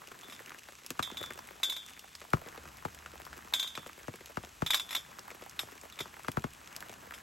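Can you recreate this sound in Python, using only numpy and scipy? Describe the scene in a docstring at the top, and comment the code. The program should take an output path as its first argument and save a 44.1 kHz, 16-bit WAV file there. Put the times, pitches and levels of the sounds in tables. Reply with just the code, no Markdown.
"""A metal lid is lifted off a pot with a stick, swung about and rattled back onto the rim: ringing modes and clatter.
Around it a campfire burns under a rain shelter at night. Fat drips thump on the taut sheet as falling chirps;
rain patters on it as many small pulses, over a wash of noise. Embers hiss with noise and tiny ticks,
the wood snaps in short noise bursts, and the flames murmur with low noise and a hum."""
import sys
import numpy as np
from scipy import signal
from scipy.fft import rfft, irfft
from scipy.io import wavfile
from scipy.ndimage import uniform_filter1d

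SR = 44100
rng = np.random.default_rng(int(sys.argv[2]) if len(sys.argv) > 2 else 0)


def master_out(mix):
    """Clip the mix to full scale and print it as 16-bit PCM to the path in sys.argv[1]."""
    frames = np.transpose(np.atleast_2d(mix))
    ceiling = np.clip(frames, -1, 1)
    pcm = np.round(ceiling * 32767).astype(np.int16)
    wavfile.write(sys.argv[1], SR, pcm)


N = 318402
TIME = np.arange(N) / SR   # seconds
SIZE = 4096   # length of a short pulse, samples


def from_db(db):
    """Decibels to gain."""
    return 10 ** (np.asarray(db) / 20)


def rms_one(x):
    """Scale to unit rms (average strength)."""
    return x / np.sqrt(np.mean(x ** 2) + 1e-20)


def in_time(curve):
    """A curve's value at every sample."""
    return np.interp(TIME, *np.transpose(curve))


def gains(spectrum, size):
    """Turn a table of (pitch_hz, level_db) into a gain for each frequency of a transform."""
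    hz, db = np.transpose(spectrum)
    bins_hz = np.fft.rfftfreq(size, 1 / SR)
    return from_db(np.interp(np.log(bins_hz + 1), np.log(hz), db))


def colour(x, spectrum):
    """Filter a signal by a spectrum; rms 1."""
    return rms_one(irfft(rfft(x) * gains(spectrum, N), N))


def noise(spectrum):
    """Random hiss filtered by a spectrum; rms 1."""
    return colour(rng.standard_normal(N), spectrum)


def ringing(spectrum, width_hz, peaky_db):
    """Noise in a dense thicket of resonances, made by random peaks and dips in its spectrum; rms 1."""
    bins = rfft(rng.standard_normal(N))
    width_bins = max(int(width_hz * N / SR), 2)
    peaks = rms_one(uniform_filter1d(rng.standard_normal(len(bins)), width_bins))
    peaky = irfft(bins * from_db(peaky_db * np.clip(peaks, -2, 2)), N)
    return colour(peaky, spectrum)


def add(track, s, sound):
    """Mix a sound in at a time in seconds."""
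    start = max(int(s * SR), 0)
    track[..., start:start + sound.shape[-1]] += sound[..., :N - start]


def bursts(times, db, t60, rise_s=0.000053):
    """Envelope that swells at each time and falls 60 dB in t60 seconds; overlapping bursts add in power."""
    kicks = np.zeros(N)
    kicks[(np.asarray(times) * SR).astype(int)] = from_db(db) ** 2
    power_left = from_db(-60 / (t60 * SR)) ** 2   # share of the power that stays after one sample
    power = signal.lfilter([1], [1, -power_left], kicks + 1e-20)
    lag = np.exp(-1 / (rise_s * SR))
    return signal.lfilter([1 - lag], [1, -lag], np.sqrt(power))


def grains(per_s, spread_db):
    """Clicks at random moments, many small and few large, pushing either way."""
    sizes = from_db(spread_db * np.minimum(rng.exponential(1, N), 4))
    happens = rng.random(N) < per_s / SR
    return happens * sizes * rng.choice([-1, 1], N)


def spread(mid, side, width, lead_radians=0.8):
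    """Left and right: the side signal, turned ahead in phase, is added on the left and subtracted on the right."""
    # how strongly left and right differ: pitch_hz, level_db
    side_spectrum = [(60, -11), (200, -11.5), (450, -2), (900, 3), (1300, 2.5), (2000, -26.5), (8000, -19)]
    turned = irfft(rfft(side) * gains(side_spectrum, N) * np.exp(1j * lead_radians), N)
    return mid + width * turned * [[1], [-1]]


def sheet_pulse(spectrum, dispersion, ring_hz, ring_db, scatter_db, fade_s=0.0083):
    """A blow carried along the sheet: treble arrives first, bass trails as 1 / sqrt(Hz), folds and edges scatter it."""
    hz, t = np.fft.rfftfreq(SIZE, 1 / SR), np.arange(SIZE) / SR
    # phase in turns; its slope is the delay, which is 5 ms at 1300 Hz
    turns = 2 * dispersion * np.sqrt(hz) + hz * (.005 - dispersion / np.sqrt(1300))
    # the struck patch resonates
    patch = 1 + from_db(ring_db) / (1 + 3.5j * (hz / ring_hz - ring_hz / (hz + 1)))
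    echoes = rng.standard_normal(SIZE) * np.exp(-t / fade_s) * (t > .003)
    paths = signal.unit_impulse(SIZE) + from_db(scatter_db) * echoes / np.linalg.norm(echoes)
    return irfft(rfft(paths) * gains(spectrum, SIZE) * patch * np.exp(-2j * np.pi * turns))


def rain(patter_db=0.0, wash_db=-4.5):
    """Small drops land all over the sheet, near and far; behind them is the wash of rain on the ground."""
    # colour of the wash: pitch_hz, level_db
    wash_spectrum = [(30, -9), (70, 0.5), (120, 4.5), (250, 3), (500, -6), (1100, 0), (1700, -0.5),
                     (2600, -18.5), (4000, -48), (8000, -21), (16000, -22)]
    # colour of the small drops: pitch_hz, level_db
    patter_spectrum = [(40, -24), (120, -14.5), (280, 1), (550, -2), (1200, -0.5), (2000, -0.5),
                       (3200, -9.5), (6000, -17), (16000, -6)]
    # rise and fall of the rain: time_s, level_db (before the mix levels)
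    rain_level = [(0, -56.5), (.45, -55.5), (.72, -62.5), (.9, -60), (1.2, -51), (1.6, -57), (2.22, -61),
                  (2.47, -53), (2.97, -57), (3.4, -55), (3.95, -58), (4.6, -59), (5.1, -55), (6.4, -57.5),
                  (6.8, -53), (7.22, -54.5)]
    mid, side = np.zeros((2, N))
    for k, ring_hz in enumerate(np.geomspace(280, 2400, num=20)):
        dispersion = rng.uniform(0.049, 0.1678)   # larger = farther along the sheet
        pulse = sheet_pulse(patter_spectrum, dispersion, ring_hz, ring_db=11.5, scatter_db=-8)
        drops = signal.oaconvolve(grains(per_s=13, spread_db=6.0), pulse)[:N]
        mid += drops
        side += drops * (-1) ** k   # patches alternate between the two sides
    patter = spread(rms_one(mid), rms_one(side), width=0.72)
    wash = spread(noise(wash_spectrum), noise(wash_spectrum), width=0.93)
    both = from_db(patter_db) * patter + from_db(wash_db) * wash
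    return from_db(in_time(rain_level)) * both * from_db([[.6], [-.6]])   # a little louder on the left


def ground(x):
    """The sound comes back once, fainter, from the ground."""
    echo_s, echo_db = .0083, -15
    return x + from_db(echo_db) * np.interp(TIME - echo_s, TIME, x, left=0)


def flutter(s, thump_db):
    """The sheet shakes briefly after each drip, more after a heavy one: a low noise burst."""
    shake = noise([(35, -30), (75, 0), (160, 0), (400, -12), (1200, -35)])
    return bursts(s + .01, thump_db - 13, t60=.12, rise_s=.004) * shake


def by_weight(thump_db, light_and_heavy):
    """A property of a drip, between that of a light and a heavy one."""
    # thump of a drip that counts as light or heavy: light_db, heavy_db
    weight_db = [-40, -29]
    return np.interp(thump_db, weight_db, light_and_heavy)


def drips(level_db=22):
    """Each drip is a falling chirp from the sheet, a brief splash and a low flutter."""
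    # drips on the sheet: start_s, thump_db (relative), extra_brightness_db, ring_hz
    drip_list = [(.117, -58.5, 15.5, 435), (.518, -55, 9, 1120), (.686, -54, 10.5, 600),
                 (.904, -38, 0, 290), (.993, -32.5, 7, 1144), (1.117, -41, -9, 310), (1.205, -39, -16, 920),
                 (1.304, -45.5, 5, 390), (2.215, -54, 13, 483), (2.334, -23, 1.5, 1320),
                 (2.46, -45.5, -2.5, 470), (2.575, -47, 5.5, 473), (2.654, -46, -1, 1410),
                 (2.851, -32.5, 2.5, 875), (3.06, -50.5, 9, 1440), (3.134, -48, -2, 465),
                 (3.329, -58.5, 16, 1600), (3.775, -37.5, 1, 1210), (3.862, -45, 4, 517),
                 (4.081, -33.5, -3.5, 610), (4.138, -46, 2, 378), (4.207, -50, 2.5, 454),
                 (4.371, -31.5, 1, 1500), (4.435, -42, -5.5, 730), (4.621, -28, 1, 252),
                 (5.313, -50.5, 8, 495), (5.421, -46, 3, 513), (5.631, -40, -7.5, 714),
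                 (6.004, -39, 5, 371), (6.056, -46, 1, 965), (6.246, -53.5, 10.5, 1320),
                 (6.283, -32.5, 6, 255), (6.371, -27.5, -0.5, 1460), (6.441, -31, 1, 277),
                 (6.896, -48, 1.5, 435)]
    # basic colour of a drip: pitch_hz, level_db
    drip_spectrum = [(30, 3), (70, 16.5), (150, 25), (260, 16), (450, 10), (800, 0.5), (1400, 0),
                     (2000, -10), (3000, -20), (6000, -30)]
    # midrange added to the thump: light_db, heavy_db
    slap_db = [7.5, 10]
    # treble added to the thump: light_db, heavy_db
    treble_db = [2.5, -8]
    # deep bass added to the thump: light_db, heavy_db
    depth_db = [-19, 1.5]
    # light drips scatter more, heavy ones give a cleaner chirp: light_db, heavy_db
    scatter_db = [-6.5, -11.5]
    # ringing of the struck patch: light_db, heavy_db
    patch_ring_db = [8, -4.5]
    # side over mid, as the heavy ones fall to the left: light_ratio, heavy_ratio (before the stereo width)
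    leftward = [.35, 1.8]
    mid, side = np.zeros((2, N))
    hz, colour_db = np.transpose(drip_spectrum)
    for s, db, bright_db, ring_hz in drip_list:
        bass_mid_treble_db = [by_weight(db, depth_db), 0, by_weight(db, slap_db) + bright_db]
        tilt_db = np.interp(np.log(hz), np.log([90, 350, 1000]), bass_mid_treble_db)
        pulse = sheet_pulse(np.c_[hz, colour_db + tilt_db], 0.1596, ring_hz,
                            by_weight(db, patch_ring_db), by_weight(db, scatter_db))
        chirp = from_db(level_db + db) * pulse
        add(mid, s - .0035, chirp)   # early, to allow for the delay along the sheet
        add(side, s - .0035, chirp * by_weight(db, leftward))
    s, thump_db, bright_db, _ = np.transpose(drip_list)
    splash_db = thump_db + bright_db + by_weight(thump_db, treble_db)
    splash = bursts(s + 0.00113, splash_db + 1.5, t60=0.0021)
    splash = splash + bursts(s + 0.00066, splash_db - 7.0, t60=0.046)
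    splash = splash * noise([(1000, 0.0), (2200, 9.5), (4000, 0.0), (8000, -5.0), (16000, -12.5)])
    return spread(ground(mid + splash) + flutter(s, thump_db), ground(side), width=0.77)


def embers():
    """Embers sizzle: steady hiss and tiny ticks, each a splinter giving way within a millisecond or two."""
    # colour of the sizzle: pitch_hz, level_db
    ember_spectrum = [(800, -13), (2500, 7.5), (4500, 2), (7500, 2.5), (11000, -0.5), (16000, -7)]
    t = TIME[:SIZE]
    ticks = np.zeros(N)
    for fade_s in np.geomspace(.0002, .0015, num=6):
        tick = rng.standard_normal(SIZE) * np.exp(-t / fade_s)
        ticks += signal.oaconvolve(grains(per_s=32, spread_db=5.5), tick)[:N]
    sizzle = from_db(1.5) * noise(ember_spectrum) + from_db(-0.36) * colour(ticks, ember_spectrum)
    return from_db(-61) * sizzle


def snaps():
    """Pockets of steam split the wood: a sharp snap with a short tail, and a lower crack under it."""
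    # snaps of the burning wood: start_s, peak_db (relative)
    snap_list = [(0.3496, -41), (0.8629, -31), (0.9043, -23.5), (0.9962, -43.5), (1.2277, -39),
                 (1.2604, -33.5), (1.391, -38), (1.8627, -38), (1.9927, -33), (2.1514, -30.5), (2.303, -39),
                 (2.7703, -42), (2.9469, -34.5), (3.2508, -35), (3.876, -39), (4.1576, -38), (4.2585, -35),
                 (5.192, -35), (5.4956, -36), (5.813, -37.5), (6.3166, -31), (6.5058, -47), (6.7636, -29),
                 (6.805, -34.5)]
    s, snap_db = np.transpose(snap_list)
    snap = bursts(s + 0.0006, snap_db + 3, t60=0.0022) + bursts(s + 0.00053, snap_db - 17.0, t60=0.061)
    crack = bursts(s + 0.0026, snap_db - 9.5, t60=0.0068)
    snap = snap * noise([(2000, -21.5), (5000, 7), (9000, 3.5), (13000, 1), (16000, -2)])
    crack = crack * noise([(400, -16), (1300, 3), (3500, 6.0), (6000, -44)])
    return snap + crack


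def flames(murmur_db=1.5, hum_hz=73, hum_db=-2):
    """Flames murmur: low noise, with a low hum that swells along with it."""
    # colour of the murmur: pitch_hz, level_db
    flame_spectrum = [(25, -50), (50, -1), (73, 2.5), (100, -8), (200, -14), (600, -82)]
    # rise and fall of the murmur: time_s, level_db (before the mix levels)
    flame_level = [(0.0, -93), (0.74, -77), (1.12, -72), (1.87, -77), (2.71, -65), (3.44, -63),
                   (3.6, -73.5), (4.62, -68), (4.81, -74.5), (6.27, -72), (6.37, -64), (6.71, -76),
                   (7.22, -68)]
    hum = np.sqrt(2) * np.sin(2 * np.pi * hum_hz * TIME)   # rms 1
    murmur = from_db(murmur_db) * noise(flame_spectrum) + from_db(hum_db) * hum
    return from_db(in_time(flame_level)) * murmur


def fire():
    """The campfire: snapping wood, sizzling embers and murmuring flames added together."""
    return snaps() + embers() + flames()


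def by_seating(s, hanging_and_seated):
    """A property of a knock, between that of the hanging and the seated lid."""
    # the lid is put back, and works itself down onto the rim: start_s, end_s
    settling_s = [3.82, 5.02]
    return np.interp(s, settling_s, hanging_and_seated)


def lid_modes(knock_list, contact_s=0.00053, mode_pan_db=2.16, after_ring_db=-30, after_ring_stretch=6.4):
    """Every knock sets the lid's modes (its own pitches) ringing anew; a faint after-ring lingers."""
    # modes of the lid: pitch_hz, level_db, free_ring_t60_s
    mode_list = [(1028, -19, .25), (1556, -18, .5), (2235, -17, .35), (2934, -17, .15), (3224, -11, 1.0),
                 (3489, 1, .7), (3592, -4.5, .6), (3699, -12, .6), (3768, -6, .4), (3795, -2.5, .3),
                 (3930, 2, .07), (4365, -24, .7), (4773, -19, .6), (5486, -24, .3), (5935, -20, .35),
                 (6176, -20, .4), (6364, -19, .45), (6727, -16, .5), (7060, -23, .5), (7302, -20, .55),
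                 (7490, -19, .4), (7562, -21, .45), (8177, -22, .4), (10650, -18, .22), (10980, -16, .2),
                 (11837, -14, .3), (12026, -19, .3)]
    # share of the free ringing time that is left: hanging_ratio, seated_ratio
    freedom = [0.42, 0.14]
    ring_db, uneven_db = -7.5, 2.0   # level under a knock, and how it scatters from mode to mode
    out, t = np.zeros((2, N)), TIME[:SR * 3 // 4]
    # thin metal also has a thicket of faint overtones high up
    overtone_hz = np.linspace(5400, 14000, num=44) + rng.normal(0, 160, size=44)
    overtone_db = rng.normal(-22, 3, size=44)
    overtone_t60 = 0.17 * rng.uniform(.6, 1.4, size=44)
    overtones = np.c_[overtone_hz, overtone_db, overtone_t60]
    hz, mode_db, t60 = np.vstack([mode_list, overtones]).T[:, :, None]
    soft_start = 1 - np.exp(-t / contact_s)
    waves = (from_db(mode_db) * np.sin(2 * np.pi * hz * t) * soft_start).astype("f4")
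    fall = (-np.log(1000) * t / t60).astype("f4")   # 60 dB is a factor of 1000
    for start, db, _ in knock_list:
        decay = np.maximum(fall / float(by_seating(start, freedom)), -40)
        after_ring = float(from_db(after_ring_db)) * np.exp(decay / float(after_ring_stretch))
        envelope = np.exp(decay) + after_ring
        strength, sign, pan = rng.standard_normal((3, len(hz)))
        weights_db = db + ring_db + uneven_db * strength + mode_pan_db * pan * [[1], [-1]]
        weights = np.sign(sign) * from_db(weights_db)
        add(out, start + 0.001044, weights.astype("f4") @ (waves * envelope))
    return out


def lid_clatter(knock_list):
    """The clatter of a knock: noise bursts in three registers, a dull body, a clang and a bright clash."""
    # dull body: pitch_hz, level_db
    body_spectrum = [(200, -48), (600, -6), (1000, 6), (1600, 6), (2300, 8), (3000, 3.5), (4000, -23)]
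    # clang: pitch_hz, level_db
    clang_spectrum = [(2400, -18), (3000, -6), (3500, 10), (3900, 8.5), (4300, -2), (5200, -10)]
    # bright clash: pitch_hz, level_db
    clash_spectrum = [(300, 3), (1500, -1), (3500, 4), (4600, 0), (5400, 2.5), (6100, 8.5), (8000, -1),
                      (11000, 4), (13500, 1), (16000, -51)]
    # body added to the knock: hanging_db, seated_db
    body_share_db = [-5, -1.5]
    # clash added to the knock: hanging_db, seated_db
    clash_share_db = [-16.5, -13]
    s, knock_db, hard_db = np.transpose(knock_list)
    body_db = knock_db + hard_db + by_seating(s, body_share_db)
    clash_db = knock_db + hard_db + by_seating(s, clash_share_db)
    body = bursts(s + 0.00025, body_db - 2, t60=0.024, rise_s=0.00032)
    body = body + bursts(s + 0.0017, body_db - 13.5, t60=.11, rise_s=0.00046)
    body = body * spread(ringing(body_spectrum, width_hz=75, peaky_db=3.0), noise(body_spectrum), width=0.26)
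    clang = bursts(s + .001, knock_db - 3, t60=.03, rise_s=.0003) * noise(clang_spectrum)
    clash = bursts(s + 0.0004, clash_db + 2.5, t60=0.13, rise_s=0.00018)
    clash = clash + bursts(s + 0.00048, clash_db - 14, t60=0.4, rise_s=0.0042)
    clash = clash * ringing(clash_spectrum, width_hz=160, peaky_db=6.5)
    return body + clang + clash


def lid():
    """The lid knocks against pot and handle: its modes ring over a clatter of quickly damped ones."""
    # knocks: start_s, ring_db (relative), hardness_db (how much more it clatters and clashes)
    knock_list = [(.232, -49, 0), (.297, -48, 8.5), (.323, -48, 12), (1.025, -28.5, -0.5), (1.170, -35, 0),
                  (1.227, -39, 2), (1.631, -21.5, -2), (1.696, -28, -7), (1.723, -36.5, 0.5),
                  (1.764, -34.5, -2.5), (3.536, -20.5, -1.5), (3.595, -25, -10), (3.627, -30.5, -2),
                  (3.673, -35, -5.5), (3.751, -40, 5.5), (4.662, -27.5, -2.5), (4.673, -34.5, -7),
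                  (4.704, -20, -4), (4.733, -27, 1.5), (4.743, -17, -4.5), (4.747, -24, -24),
                  (4.772, -30, -14), (4.796, -31.5, -1.5), (4.89, -39, -4), (4.907, -35.5, 5),
                  (4.927, -34, 1), (4.949, -23.5, -2.5), (4.963, -29.5, -7), (5.591, -28, 0.5),
                  (5.604, -52, -2), (5.923, -43.5, -13), (5.989, -36.5, 1), (6.005, -29.5, -5.5),
                  (7.137, -46.5, 9)]
    return lid_modes(knock_list) + lid_clatter(knock_list)


def scene():
    """Rain, drips, fire and lid together."""
    return rain() + drips() + fire() + lid()


def record(dry):
    """Left and right turn in and out of phase in the high treble; everything above 15.9 kHz is cut."""
    # phase by which the left leads the right: pitch_hz, lead_radians
    port_phase = [(0, 0), (8100, 0), (8500, 1.5), (8900, 2.9), (9800, 3.3), (10600, 4.7), (11400, 6.1),
                  (12400, 6.4), (13200, 8.0), (13900, 9.3), (14900, 9.6), (15700, 11)]
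    phase = np.interp(np.fft.rfftfreq(N, 1 / SR), *np.transpose(port_phase))
    right = irfft(rfft(dry[1]) * np.exp(-1j * phase), N)
    top_cut = signal.ellip(10, .2, 70, 15900, fs=SR, output="sos")
    return signal.sosfilt(top_cut, np.array([dry[0], right]))


dry = scene()
out = record(dry)
master_out(out)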